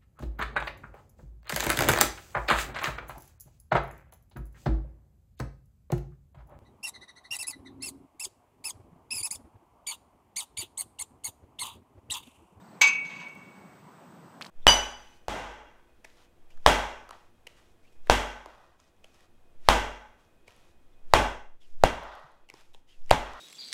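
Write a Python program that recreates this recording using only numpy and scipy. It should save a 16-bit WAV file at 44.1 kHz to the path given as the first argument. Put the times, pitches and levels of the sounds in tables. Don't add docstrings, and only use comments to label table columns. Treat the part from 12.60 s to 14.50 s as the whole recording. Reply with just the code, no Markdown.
import sys
import numpy as np
from scipy import signal
from scipy.fft import rfft, irfft, next_fast_len
from scipy.io import wavfile
from scipy.ndimage import uniform_filter1d, map_coordinates

SR = 44100
rng = np.random.default_rng(int(sys.argv[2]) if len(sys.argv) > 2 else 0)


def attenuation_scalar(level_db):
    decades = np.asarray(level_db, float) / 20
    return 10 ** decades


def digitize_waveform(pressure):
    field = np.atleast_2d(pressure).T
    bounded = np.clip(field, -1, 1)
    quanta = np.round(bounded * 32767).astype(np.int16)
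    wavfile.write(sys.argv[1], SR, quanta)


N = 83790


def unit(x):
    return x / np.sqrt(np.mean(x ** 2) + 1e-20)


def along(points, hz):
    f, v = np.transpose(points)
    return np.interp(np.log(hz + 1), np.log(f + 1), v)


def filtered(x, response):
    m = next_fast_len(len(x) + SR // 4)
    return irfft(rfft(x, m) * response(np.fft.rfftfreq(m, 1 / SR)), m)[:len(x)]


def add(track, s, x):
    part = track[max(round(s * SR), 0):][:len(x)]
    part += x[:len(part)]


def wobble(rate_hz):
    knots = rng.standard_normal(int(N * rate_hz / SR) + 4)
    return map_coordinates(knots, [np.arange(N) * rate_hz / SR])


def air():
    # frequency in Hz, level in dB.
    hum_spectrum = [(40, -44.5), (70, -20.5), (180, 1), (440, -10), (1050, -9.5), (1600, -17),
                    (3100, -31.5), (6000, -48.5)]
    # frequency in Hz, level in dB.
    hiss_spectrum = [(3000, 1), (6500, -2.5), (7400, -3.5), (7950, 7.5), (8700, -1), (9500, -26),
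                     (11000, -12), (14500, -5)]
    hum_db, hiss_db = -52.5, -68
    z = signal.stft(rng.standard_normal(N + 512), nperseg=512)[2]
    field = uniform_filter1d(rng.standard_normal(z.shape), 5, 0)
    field = uniform_filter1d(field, 12, 1)
    patchy = signal.istft(z * attenuation_scalar(2.2 * unit(field)), nperseg=512)[1][:N]
    hum = unit(filtered(patchy, lambda hz: attenuation_scalar(along(hum_spectrum, hz))))
    noise = rng.standard_normal(N)
    hiss = unit(filtered(noise, lambda hz: attenuation_scalar(along(hiss_spectrum, hz)) * (hz > 1500)))
    return attenuation_scalar(hum_db + .6 * wobble(3.5)) * hum + attenuation_scalar(hiss_db) * hiss


def bird():
    # start in seconds, length in seconds, from pitch in Hz, to pitch in Hz, level in dB.
    whistles = [
        (.0, .03, 3500, 3800, -73),
        (.04, .025, 4800, 4600, -72),
        (.072, .035, 3700, 4800, -73),
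        (.11, .03, 3800, 4700, -73),
        (.122, .04, 4100, 4050, -74),
        (.125, .045, 3300, 4750, -73),
        (.95, .06, 4500, 4800, -79),
        (1.55, .26, 4900, 4900, -80),
    ]
    out = np.zeros(N)
    for s, long_s, from_hz, to_hz, db in whistles:
        u = np.linspace(0, 1, round(long_s * SR))
        hz = from_hz + (to_hz - from_hz) * np.sin(u * np.pi / 2)
        envelope = np.sin(np.pi * u) ** .5 * attenuation_scalar(3 * wobble(120)[:len(u)])
        add(out, s, attenuation_scalar(db) * envelope * np.sin(2 * np.pi * np.cumsum(hz) / SR))
    return out


def goal():
    # start in seconds, level in dB.
    contacts = [
        (.2119, -28),
        (.2154, -20),
    ]
    # frequency in Hz, level in dB, t60 in seconds.
    tube = [(2182, -21, 1.1), (2204, -6, .2), (2222, -15, 1.1), (2236, -16, 1.05), (2255, 0, .5),
            (2290, -13, .6), (2355, -22, .8), (2457, -10, .2), (2543, -5, .38), (2606, -13, .25),
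            (2697, 1, .4), (2251, -13, 1.1), (2938, -12, .22), (2250, 3, .06)]
    # frequency in Hz, level in dB,
    # t60 in seconds.
    frame_modes = [(750, -32, .12), (910, -32, .12), (965, -18, .25), (993, -10, .33), (1135, -21, .25),
                   (1266, -21, .2), (1750, -23, .15), (1921, -20, .18),
                   (3246, -23, .15), (3844, -13, .19), (4215, -17, .15), (4581, -16, .16), (4862, -17, .17),
             (5469, -21, .17), (2870, -16, .2), (5884, -13, .14), (6180, -16, .22), (6245, -8, .21),
             (6342, -4, .13), (6408, -5, .13), (6462, -11, .1), (7400, -17, .08)]
    # frequency in Hz, level in dB.
    rattle_spectrum = [(300, -23.5), (700, -20.5), (1000, -8.5), (1500, -10.5), (2700, -1), (4500, -3.5),
                       (5250, -8.5), (6500, 0), (9000, -14)]
    # frequency in Hz, gain in dB.
    rattle_top = [(9000, 3), (12000, 2.5), (15500, -2.5)]
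    # frequency in Hz, t60 in seconds.
    rattle_t60 = [(300, .17), (1000, 0.37), (3000, 0.18), (4500, 0.17), (7000, 0.11), (14000, .08)]
    swell_s, crack_hz, crack_db, crack_t60_s, rattle_db = 0.001, 2600, 14.5, 0.00081, 7

    out, t = np.zeros(N), np.arange(SR * 3 // 2) / SR
    ring = np.zeros(len(t))
    for hz, db, t60 in tube:
        ring += attenuation_scalar(db - 60 * t / t60) * np.sin(2 * np.pi * hz * t)
    for hz, db, t60 in frame_modes:
        ring += attenuation_scalar(db - 60 * t / t60) * np.sin(2 * np.pi * (hz * t + rng.random()))
    ring *= 1 - np.exp(-t / swell_s)
    crack = attenuation_scalar(crack_db - 60 * t / crack_t60_s) * np.sin(2 * np.pi * crack_hz * t)
    for s, db in contacts:
        hz, u, z = signal.stft(rng.standard_normal(len(t)), SR, nperseg=128)
        start_db = along(rattle_spectrum, hz) + along(rattle_top, hz)
        shape_db = start_db[:, None] - 60 * u / along(rattle_t60, hz)[:, None]
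        rattle = signal.istft(z * attenuation_scalar(shape_db), SR, nperseg=128)[1][:len(t)]
        add(out, s, attenuation_scalar(db) * (ring + crack + attenuation_scalar(rattle_db) * rattle))
    return out


def rink(x):
    # delay in seconds, level in dB, spread in seconds, dull above in Hz.
    echoes = [(.024, -7, 0.011, 8800), (.056, -8.5, 0.0045, 12000), (.112, -25, 0.0044, 8000),
              (.135, -16, 0.0027, 2230), (.17, -26.5, 0.11, 3500), (.232, -28, 0.017, 7000),
              (.275, -18, 0.064, 2870), (.335, -29.5, 0.021, 5120), (.38, -19, 0.041, 2750),
              (.45, -29.5, 0.036, 2500), (.53, -31.5, 0.22, 3000)]
    answer, t = np.zeros(SR * 2), np.arange(SR // 2) / SR
    for delay_s, db, spread_s, dull_hz in echoes:
        burst = rng.standard_normal(len(t)) * np.exp(-t / spread_s)
        burst /= np.linalg.norm(burst)
        burst = filtered(burst, lambda hz: 1 / (1 + 1j * hz / dull_hz) ** 2)
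        add(answer, delay_s, attenuation_scalar(db) * burst)
    return signal.fftconvolve(x, answer)[:N]


def shoe():
    # start in seconds, peak in dB.
    ticks = [
        (0.6566, -67),
        (.669, -69),
        (0.68, -71),
        (.6855, -43.5),
        (.706, -74.5),
        (.752, -49),
    ]
    # start in seconds, peak in dB, pitch in Hz, t60 in seconds.
    grit = [(1.8111, -27, 1300, .005), (1.8122, -37, 1100, .012), (1.8153, -29, 2750, .009),
            (1.8184, -34, 2000, .007), (1.8229, -28, 4200, .012), (1.8262, -36, 2900, .02),
            (1.8457, -35, 2100, .006), (1.8499, -34, 4460, .007), (1.8605, -41, 1900, .015),
            (1.862, -38, 1000, .02), (1.8645, -39, 3300, .016), (1.8665, -36, 4300, .016),
            (1.875, -52, 4500, .02)]
    scuff_s, scuff_long_s, scuff_db = 1.811, .085, -58
    out, t = np.zeros(N), np.arange(SR // 25) / SR
    for s, db in ticks:
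        add(out, s, attenuation_scalar(db - 60 * t / .003) * np.diff(rng.standard_normal(len(t) + 1)))
    for s, db, hz0, t60 in grit:
        kick = rng.standard_normal(len(t)) * attenuation_scalar(-60 * t / t60) * 0.377
        kick[0] = 3.05
        width_hz = .5 * hz0

        def resonance(f):
            band = 1j * f * width_hz
            return .1 + (band / (hz0 * hz0 - f * f + band)) ** 1.5

        snap = filtered(kick, resonance)
        add(out, s, attenuation_scalar(db) * snap / np.abs(snap).max())
    u = np.linspace(0, 1, round(scuff_long_s * SR))
    scuff_spectrum = [(600, -8), (3500, -7.5), (14000, -13)]  # (Hz, dB)
    scuff = unit(filtered(rng.standard_normal(len(u)), lambda f: attenuation_scalar(along(scuff_spectrum, f))))
    add(out, scuff_s, attenuation_scalar(scuff_db - 2.67 * u) * scuff * (1 - u ** 4))
    return out


def scene():
    # frequency in Hz, gain in dB.
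    clank_tone = [(100, -26), (350, -3.5), (800, 2), (8000, -1.5), (9000, -11), (9900, -16), (11500, -7),
                  (15000, 1)]
    # frequency in Hz, gain in dB.
    sole = [(40, -38), (400, 6.5), (5000, 2), (6500, -1), (10000, -1.5), (13000, -8.5), (15000, -4)]
    background = air() + bird()
    clank = goal()
    strike = filtered(clank + rink(clank), lambda hz: attenuation_scalar(along(clank_tone, hz)))
    step = filtered(shoe(), lambda hz: attenuation_scalar(along(sole, hz)))
    return (background + strike + step)[None]


def top_cut(x):
    return signal.sosfilt(signal.butter(12, 16480, fs=SR, output="sos"), x)


def record(dry):
    top_hz = 15450
    mix = filtered(dry[0], lambda hz: hz < top_hz)[None]
    return top_cut(mix)


dry = scene()
out = record(dry)
digitize_waveform(out)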